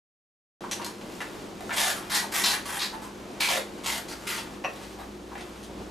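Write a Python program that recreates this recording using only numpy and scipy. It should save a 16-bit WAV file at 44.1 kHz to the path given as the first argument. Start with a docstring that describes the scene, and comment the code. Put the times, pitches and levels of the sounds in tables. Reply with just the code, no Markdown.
"""A dog crunches a hard treat

In a tiled kitchen, a step or two away, a dog bites. Each bite is a run of breaks: showers of tiny
cracks that ring the hollow of the mouth as it closes. Teeth and lips click, the tongue shifts crumbs,
and one hard piece knocks on the floor. The room echoes brightly over humming appliances and soft bumps."""
import sys
import numpy as np
from scipy import signal
from scipy.fft import rfft, irfft
from scipy.io import wavfile
from scipy.ndimage import uniform_filter1d

SR = 44100
rng = np.random.default_rng(int(sys.argv[2]) if len(sys.argv) > 2 else 0)


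def pcm_store(signal):
    """Save signal as 16-bit PCM."""
    levels = np.round(np.clip(np.atleast_2d(signal), -1, 1) * 32767)
    wavfile.write(sys.argv[1], SR, levels.astype(np.int16).T)


N = 260190
TIME = np.arange(N) / SR


def undb(db):
    """Turn decibels into a number to multiply by."""
    return 10 ** (np.asarray(db) / 20)


def unit(x):
    """Scale a sound to an average (rms) level of 1."""
    return x / np.sqrt(np.mean(x ** 2) + 1e-20)


def add(track, s, sound):
    """Mix a sound into a track, starting at s seconds."""
    i = int(s * SR)
    track[i:i + len(sound)] += sound[:N - i]


def on_log_axis(points, hz):
    """Read a curve of (frequency, value) points at the given frequencies."""
    f, value = np.transpose(points)
    return np.interp(np.log(hz + 1), np.log(f), value)


def colour(x, points):
    """Turn frequencies up or down along a curve of (frequency [Hz], level [dB]) points."""
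    gain = undb(on_log_axis(points, np.fft.rfftfreq(len(x), 1 / SR)))
    return irfft(rfft(x) * gain, len(x))


def resonate(x, hz, width_hz):
    """Make a sound ring at one pitch; a narrower width rings longer."""
    return signal.lfilter(*signal.iirpeak(hz, hz / width_hz, fs=SR), x)


def band(x, lo_hz, hi_hz):
    """Keep the part of a sound between two frequencies."""
    edges_hz = [lo_hz, min(hi_hz, SR / 2 - 100)]
    return signal.sosfilt(signal.butter(2, edges_hz, "band", fs=SR, output="sos"), x)


def walk(rate):
    """A smooth random wobble of size about 1, with `rate` new values a second."""
    k = int(SR / rate)
    steps = np.repeat(rng.standard_normal(N // k + 1), k)
    return unit(uniform_filter1d(uniform_filter1d(steps, k), k)[:N])


def diffuse(size):
    """Wide stereo noise, narrower in the bass and around 8 kHz."""
    # how much left and right differ: (frequency [Hz], side level against mid [dB])
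    stereo_width = [(60, -9), (200, -12.5), (380, -12.5), (650, -4), (1300, -3), (2400, -5.5), (4400, -9),
                    (8000, -13.5), (11000, -3.5), (14000, 0)]
    mid, side = rng.standard_normal((2, size))
    side = colour(side, stereo_width)
    return np.array([mid + side, mid - side])


def appliances(waver_db=2.0, drift_hz=0.99, air_db=-41, air_ease_db_per_s=0.29, air_waver_db=0.95):
    """Motors hum with wavering tones over a soft rush of air that slowly eases."""
    # a motor's growing drone: (time [s], pitch [Hz], level [dB])
    drone = [(.6, 57.8, -74), (2.2, 58, -60.5), (4.7, 58.5, -57.5), (5.2, 60.3, -53), (5.9, 59.8, -50)]
    # the appliances' hum: (pitch [Hz], level [dB])
    hum_tones = [(102.3, -62), (204.6, -52), (308, -57.5), (358, -53.5)]
    # the tone of moving air: (frequency [Hz], relative level [dB])
    air_curve = [(20, -23), (35, -7.5), (75, -13.5), (125, -9.5), (180, -2.5), (350, -1), (550, -6.5),
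                 (1000, -12.5), (1700, -19.5), (3500, -22), (7500, -27.5), (14000, -39)]
    s, drone_hz, drone_db = np.transpose(drone)
    drone_tone = (np.interp(TIME, s, drone_hz), np.interp(TIME, s, drone_db))
    hum = np.zeros(N)
    for hz, db in [drone_tone] + hum_tones:
        gain = np.sqrt(2) * undb(db + waver_db * walk(12))
        hum += gain * np.sin(2 * np.pi * np.cumsum(hz + drift_hz * walk(12)) / SR)
    air = unit(np.array([colour(channel, air_curve) for channel in diffuse(N)]))
    return hum + air * undb(air_db - air_ease_db_per_s * TIME + air_waver_db * walk(14))


def bumps(fade_s=0.017):
    """Dull, soft thuds: low noise swells and dies away."""
    # each thud: (time [s], level [dB])
    thuds = [(0.999, -45.5), (5.683, -41), (5.79, -40.5)]
    out, t = np.zeros(N), TIME[:SR // 4]
    swell = np.e * t / fade_s * np.exp(-t / fade_s)
    for s, db in thuds:
        rumble = unit(band(rng.standard_normal(len(t)), 95, 520))
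        add(out, s, undb(db) * swell * rumble)
    return out


def room_response(direct_db=-4.5, tail_db=-1.0, early_db=7.5, early_s=0.13, gap_s=0.0025):
    """Direct sound, strong early echoes off floor and cupboards, and a tail whose bass lasts longest."""
    # how long the kitchen rings: (frequency [Hz], time to fade by 60 dB [s])
    ring_times = [(200, 0.67), (1000, 0.32), (4000, 0.34), (13000, 0.29)]
    t = TIME[:SR // 2]
    hz, frame_s, spectrum = signal.stft(diffuse(len(t)), SR, nperseg=256)
    fade = np.exp(-np.log(1000) * frame_s / on_log_axis(ring_times, hz)[:, None])
    tail = signal.istft(spectrum * fade, SR)[1][:, :len(t)]
    tail = tail * np.minimum(t / gap_s, 1) ** 2 * undb(early_db * np.exp(-t / early_s))
    response = undb(tail_db) * unit(tail) / np.sqrt(len(t))
    response[:, 0] += undb(direct_db)
    return response


def kitchen(dry, count=14):
    """Head and microphones keep moving, so each overlapping piece of sound gets its own echoes."""
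    out, hop = np.zeros((2, N)), N // count
    for centre in range(0, N + hop - count, hop):
        i = np.arange(max(centre - hop, 0), min(centre + hop, N))
        piece = dry[i] * (1 - abs(i - centre) / hop)
        for track, response in zip(out, room_response()):
            add(track, i[0] / SR, signal.fftconvolve(piece, response))
    return out


def crumbs(ticks_per_s=500, scatter_db=2.0, swell_db=2, lip_share=0.35):
    """Faint wet crackle comes and goes as the tongue shifts the crumbs."""
    # how loudly the tongue works: (time [s], level [dB])
    tongue_levels = [(.6, -51.5), (.9, -50), (1.3, -48), (1.55, -53), (2.05, -43), (3, -52.5),
                     (3.75, -53.5), (4.4, -44), (4.6, -57), (4.78, -47), (5.2, -62), (5.44, -50),
                     (5.6, -54), (5.9, -77)]
    ticks = (rng.random(N) < ticks_per_s / SR) * undb(scatter_db * np.clip(rng.standard_normal(N), -2, 2))
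    tongue = resonate(ticks, 990, 600) * undb(swell_db * walk(20))
    lips = resonate(ticks, 2300, 5740) * undb(swell_db * walk(22.04))
    return undb(np.interp(TIME, *np.transpose(tongue_levels))) * unit(tongue - lip_share * lips)


def knock(crack_db=-5, crack_s=0.0083, tick_db=-19):
    """A hard piece strikes the floor twice very quickly, each time with a dry crack."""
    # piece and floor ring together: (pitch [Hz], relative level [dB], time to fade by 60 dB [s])
    tones = [(440, -5, 0.019), (556, -6, .03), (735, 2.5, 0.026), (1000, 9.5, 0.011), (1170, 3.5, 0.03),
             (1320, -6, 0.023), (1856, -6, 0.038), (2185, -7, 0.028), (2490, -5, 0.047),
             (2650, -4.5, 0.095), (2870, -6, 0.04), (3570, -20, .03), (5830, -14, 0.054),
             (5670, -17, 0.039), (5840, -33, 0.034)]
    # it lands and tips over: (time [s], level [dB])
    hits = [(4.6404, -31.5), (4.6459, -22.5)]
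    out, t = np.zeros(N), TIME[:SR // 3]
    ring = sum(undb(db) * np.sin(2 * np.pi * (hz * t + rng.random())) * np.exp(-np.log(1000) * t / ring_s)
               for hz, db, ring_s in tones)
    for s, db in hits:
        grit = rng.standard_normal(len(t))
        crack = undb(crack_db) * unit(band(grit, 720, 2650)) + undb(tick_db) * grit
        add(out, s, undb(db) * (ring + crack * np.exp(-t / crack_s)))
    return band(out, 370, 16000)  # the knock keeps nothing below about 370 Hz


def fractures(crumble_s, rise_s, cracks_per_s=3800, scatter_db=3.0):
    """A shower of tiny cracks of unequal size builds up and dies; its total energy is 1."""
    t = TIME[:SR // 4]
    chance, size, sign = rng.random((3, len(t)))
    sizes = undb(scatter_db * np.minimum(-np.log(size), 3)) * np.sign(sign - .5)
    swell = (1 - np.exp(-t / rise_s)) * np.exp(-(t / max(crumble_s, .003)) ** 2)
    cracks = (chance < cracks_per_s / SR) * sizes * swell
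    return cracks / np.sqrt(np.sum(cracks ** 2) + 1e-12)


def shards(cracks, width_hz=450, count=9):
    """Every break leaves fresh splinters, each ringing briefly at its own pitch."""
    pitches_hz = rng.uniform(4800, 13660, count)
    signs = rng.choice([-1, 1], count)
    return unit(sum(sign * resonate(cracks, hz, width_hz) for hz, sign in zip(pitches_hz, signs)))


def mouth(cracks, hz, levels_db, widths_hz, crack_db, shard_db=-8):
    """Cracks ring throat, cheek and teeth, in that order; a fourth level sets splinters heard directly."""
    throat = band(resonate(cracks, hz[0], widths_hz[0]), 430, 1850)
    cheek = band(resonate(cracks, hz[1], widths_hz[1]), 1000, 6300)
    teeth = unit(band(resonate(cracks, hz[2], widths_hz[2]), 1400, 7300))
    teeth += undb(crack_db) * unit(band(cracks, 2640, 4840))
    splinters = unit(band(resonate(cracks, 6100, 7600), 4600, SR / 2))
    splinters += undb(shard_db) * shards(cracks)
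    # neighbours swing opposite ways, so the pitches between them do not cancel
    parts = [throat, -cheek, teeth, -splinters]
    return sum(undb(db) * unit(part) for part, db in zip(parts, levels_db))


def click(crumble_s, ring_hz, bright_db, focus_db=10, snap=1.12, snap_s=0.026):
    """A short shower favours the mouth part nearest in pitch; shorter ones start with a sharper snap."""
    # the resting mouth's pitches: (throat [Hz], cheek [Hz], teeth [Hz])
    rest_hz = [826, 1750, 3860]
    hz = np.array(rest_hz, float)
    levels_db = bright_db * np.arange(4.)
    nearest = np.argmin(abs(np.log(hz / ring_hz)))
    hz[nearest] = ring_hz
    levels_db[nearest] += focus_db
    cracks = fractures(crumble_s, rise_s=0.0012)
    cracks[0] = snap * np.exp(-crumble_s / snap_s)
    return mouth(cracks, hz, levels_db, widths_hz=(170, 410, 280), crack_db=3)


def bite(stroke, count=6, rise_s=0.007, attack_db=13, jitter=.07, scatter_db=0.63, scatter_octaves=0.021):
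    """Break follows break as the mouth closes: throat and cheek sink in pitch, the teeth rise."""
    # pitch slide as a share of the closing: (throat [share], cheek [share], teeth [share])
    slide = [-1.1, -0.37, 0.23]
    # level change over one bite: (throat [dB], cheek [dB], teeth [dB])
    closing_db = [-1, 1.5, -2.5]
    length_s, attack_s, peak_db, fade_db, closing_octaves, *mouth_parts = stroke
    hz, db = np.reshape(mouth_parts, (-1, 2)).T
    out, gap_s = np.zeros(SR), length_s / count
    for k, (late, louder, *detune) in enumerate(rng.standard_normal((count, 5))):
        s = gap_s * max(k + jitter * late * (k > 0), 0)
        past_middle = k / (count - 1) - .5
        attack_left = max(1 - (s + rise_s) / max(attack_s, rise_s), 0)  # falls as the jaw presses harder
        force_db = peak_db - attack_db * attack_left - fade_db * s / length_s + scatter_db * louder
        octaves = closing_octaves * past_middle * np.array(slide) + scatter_octaves * np.array(detune)
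        levels_db = [*(db + past_middle * np.array(closing_db)), 0]
        cracks = fractures(0.98 * gap_s, rise_s)
        crunch = mouth(cracks, hz * 2 ** octaves, levels_db, widths_hz=(190, 380, 640), crack_db=-4)
        add(out, s, undb(force_db) * crunch)
    return out


def chewing(bite_db=-10, click_db=-15.5):
    """Crumbling bites, and the clicks of teeth and lips within and between them."""
    # jaw strokes: (time [s], length [s], attack [s], relative peak [dB], fade [dB], closing [octaves],
    # throat [Hz], throat [dB], cheek [Hz], cheek [dB], teeth [Hz], teeth [dB]);
    # the last six hold at mid-bite, with levels relative to the splinters
    bites = [(1.724, 0.2, .065, -24, 6, 0.57, 820, -2, 1840, 0, 3500, 1.5),
             (2.096, 0.11, .058, -26, 10.5, .15, 935, -3, 1900, 4, 4060, 2.5),
             (2.317, .11, 0.03, -26.5, 5.5, 0.11, 950, -7, 1980, 0, 3470, -4),
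             (2.435, 0.093, .002, -30.5, 7, 0.088, 930, -1, 1730, -3, 3960, 9.5),
             (2.652, 0.13, .002, -39.5, -5.5, 0.093, 934, -0.5, 1880, 1.5, 3400, -2),
             (2.788, 0.078, .025, -39.5, 8, 0.43, 1020, 2, 1870, 6, 4020, 15.5),
             (3.4, 0.076, .002, -33.5, 4.5, 0.18, 910, -5.5, 2280, 9, 4230, 4.5),
             (3.483, 0.093, .002, -32.5, 5.5, 0.59, 720, 3.5, 1990, 5, 3340, 6.5),
             (3.834, .16, .028, -31, 7.5, 0.7, 840, -2.5, 1910, 1, 3240, 3.5),
             (4.081, 0.056, .002, -48.5, 0.5, 0.26, 850, -3, 1730, 2.5, 4600, 5),
             (4.267, 0.11, .002, -35.5, 6, 0.067, 1220, -6, 1990, 3.5, 3080, 3)]
    # clicks and smacks: (time [s], relative level [dB], crumbling time [s], pitch [Hz],
    # brightness [dB per step from throat to splinters])
    clicks = [(0.64, -37.5, 0.0069, 1040, -9), (.713, -32, 0.025, 5800, 0.4), (.797, -40, 0.01, 1000, -7),
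              (.816, -34.5, 0.014, 2750, -4.5), (.846, -47.5, 0.0056, 4230, 4),
              (.864, -44.5, 0.0037, 1050, 3), (1.013, -41.5, .012, 3200, -5),
              (1.205, -31.5, 0.021, 1890, -3), (1.607, -42, 0.0046, 700, -1.5),
              (1.694, -37.5, 0.008, 1260, -4), (1.707, -28, 0.02, 1860, -4.5),
              (1.781, -26, 0.0089, 3400, -1.6), (1.961, -44, 0.039, 1230, 3.4),
              (2.148, -36, 0.025, 4340, 4.3), (2.225, -37, 0.026, 870, 0), (2.324, -38, 0.0097, 1600, -5.5),
              (2.353, -29.5, 0.032, 2040, -2), (2.532, -31, 0.025, 1800, 1), (2.929, -39.5, 0.035, 880, -2),
              (3.019, -42.5, 0.047, 900, 0.5), (3.406, -29, .013, 4160, -2.1),
              (3.573, -33, 0.024, 540, 0.5), (3.861, -32, 0.01, 3130, -0.5),
              (4.377, -33.5, 0.029, 3280, -1.5), (4.76, -49, 0.022, 3580, -1),
              (4.823, -49.5, .04, 3200, 0.5), (4.986, -41, 0.051, 800, -2), (5.317, -43, 0.019, 930, -14),
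              (5.354, -33.5, .008, 2070, -10), (5.376, -43, 0.04, 1960, -1.5),
              (5.409, -41, 0.013, 3540, -3), (5.63, -59.5, 0.032, 3220, 5)]
    # overall tone of the chewing, with little bass and softened upper mids: (frequency [Hz], gain [dB])
    chewing_tone = [(150, -27), (500, -2), (950, -2), (1350, 0.5), (1850, -4), (2800, -5), (3600, -4.5),
                    (5500, -2), (8000, 0), (11500, 1), (14500, -4)]
    out = np.zeros(N)
    for s, *stroke in bites:
        add(out, s, undb(bite_db) * bite(stroke))
    for s, db, crumble_s, ring_hz, bright_db in clicks:
        add(out, s, undb(db + click_db) * click(crumble_s, ring_hz, bright_db))
    return colour(out, chewing_tone)


def scene(left_db=0.2):
    """The dog in the kitchen, nearly straight ahead."""
    dog = kitchen(chewing() + crumbs() + knock())
    return (dog + bumps() + appliances()) * undb([[left_db], [-left_db]])


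def record(dry, start_s=.607, top_hz=14600):
    """The sound switches on after a moment of silence; the highest treble is cut."""
    treble_cut = signal.ellip(10, .2, 80, top_hz, fs=SR, output="sos")
    return signal.sosfilt(treble_cut, dry * (TIME >= start_s))


dry = scene()
out = record(dry)
pcm_store(out)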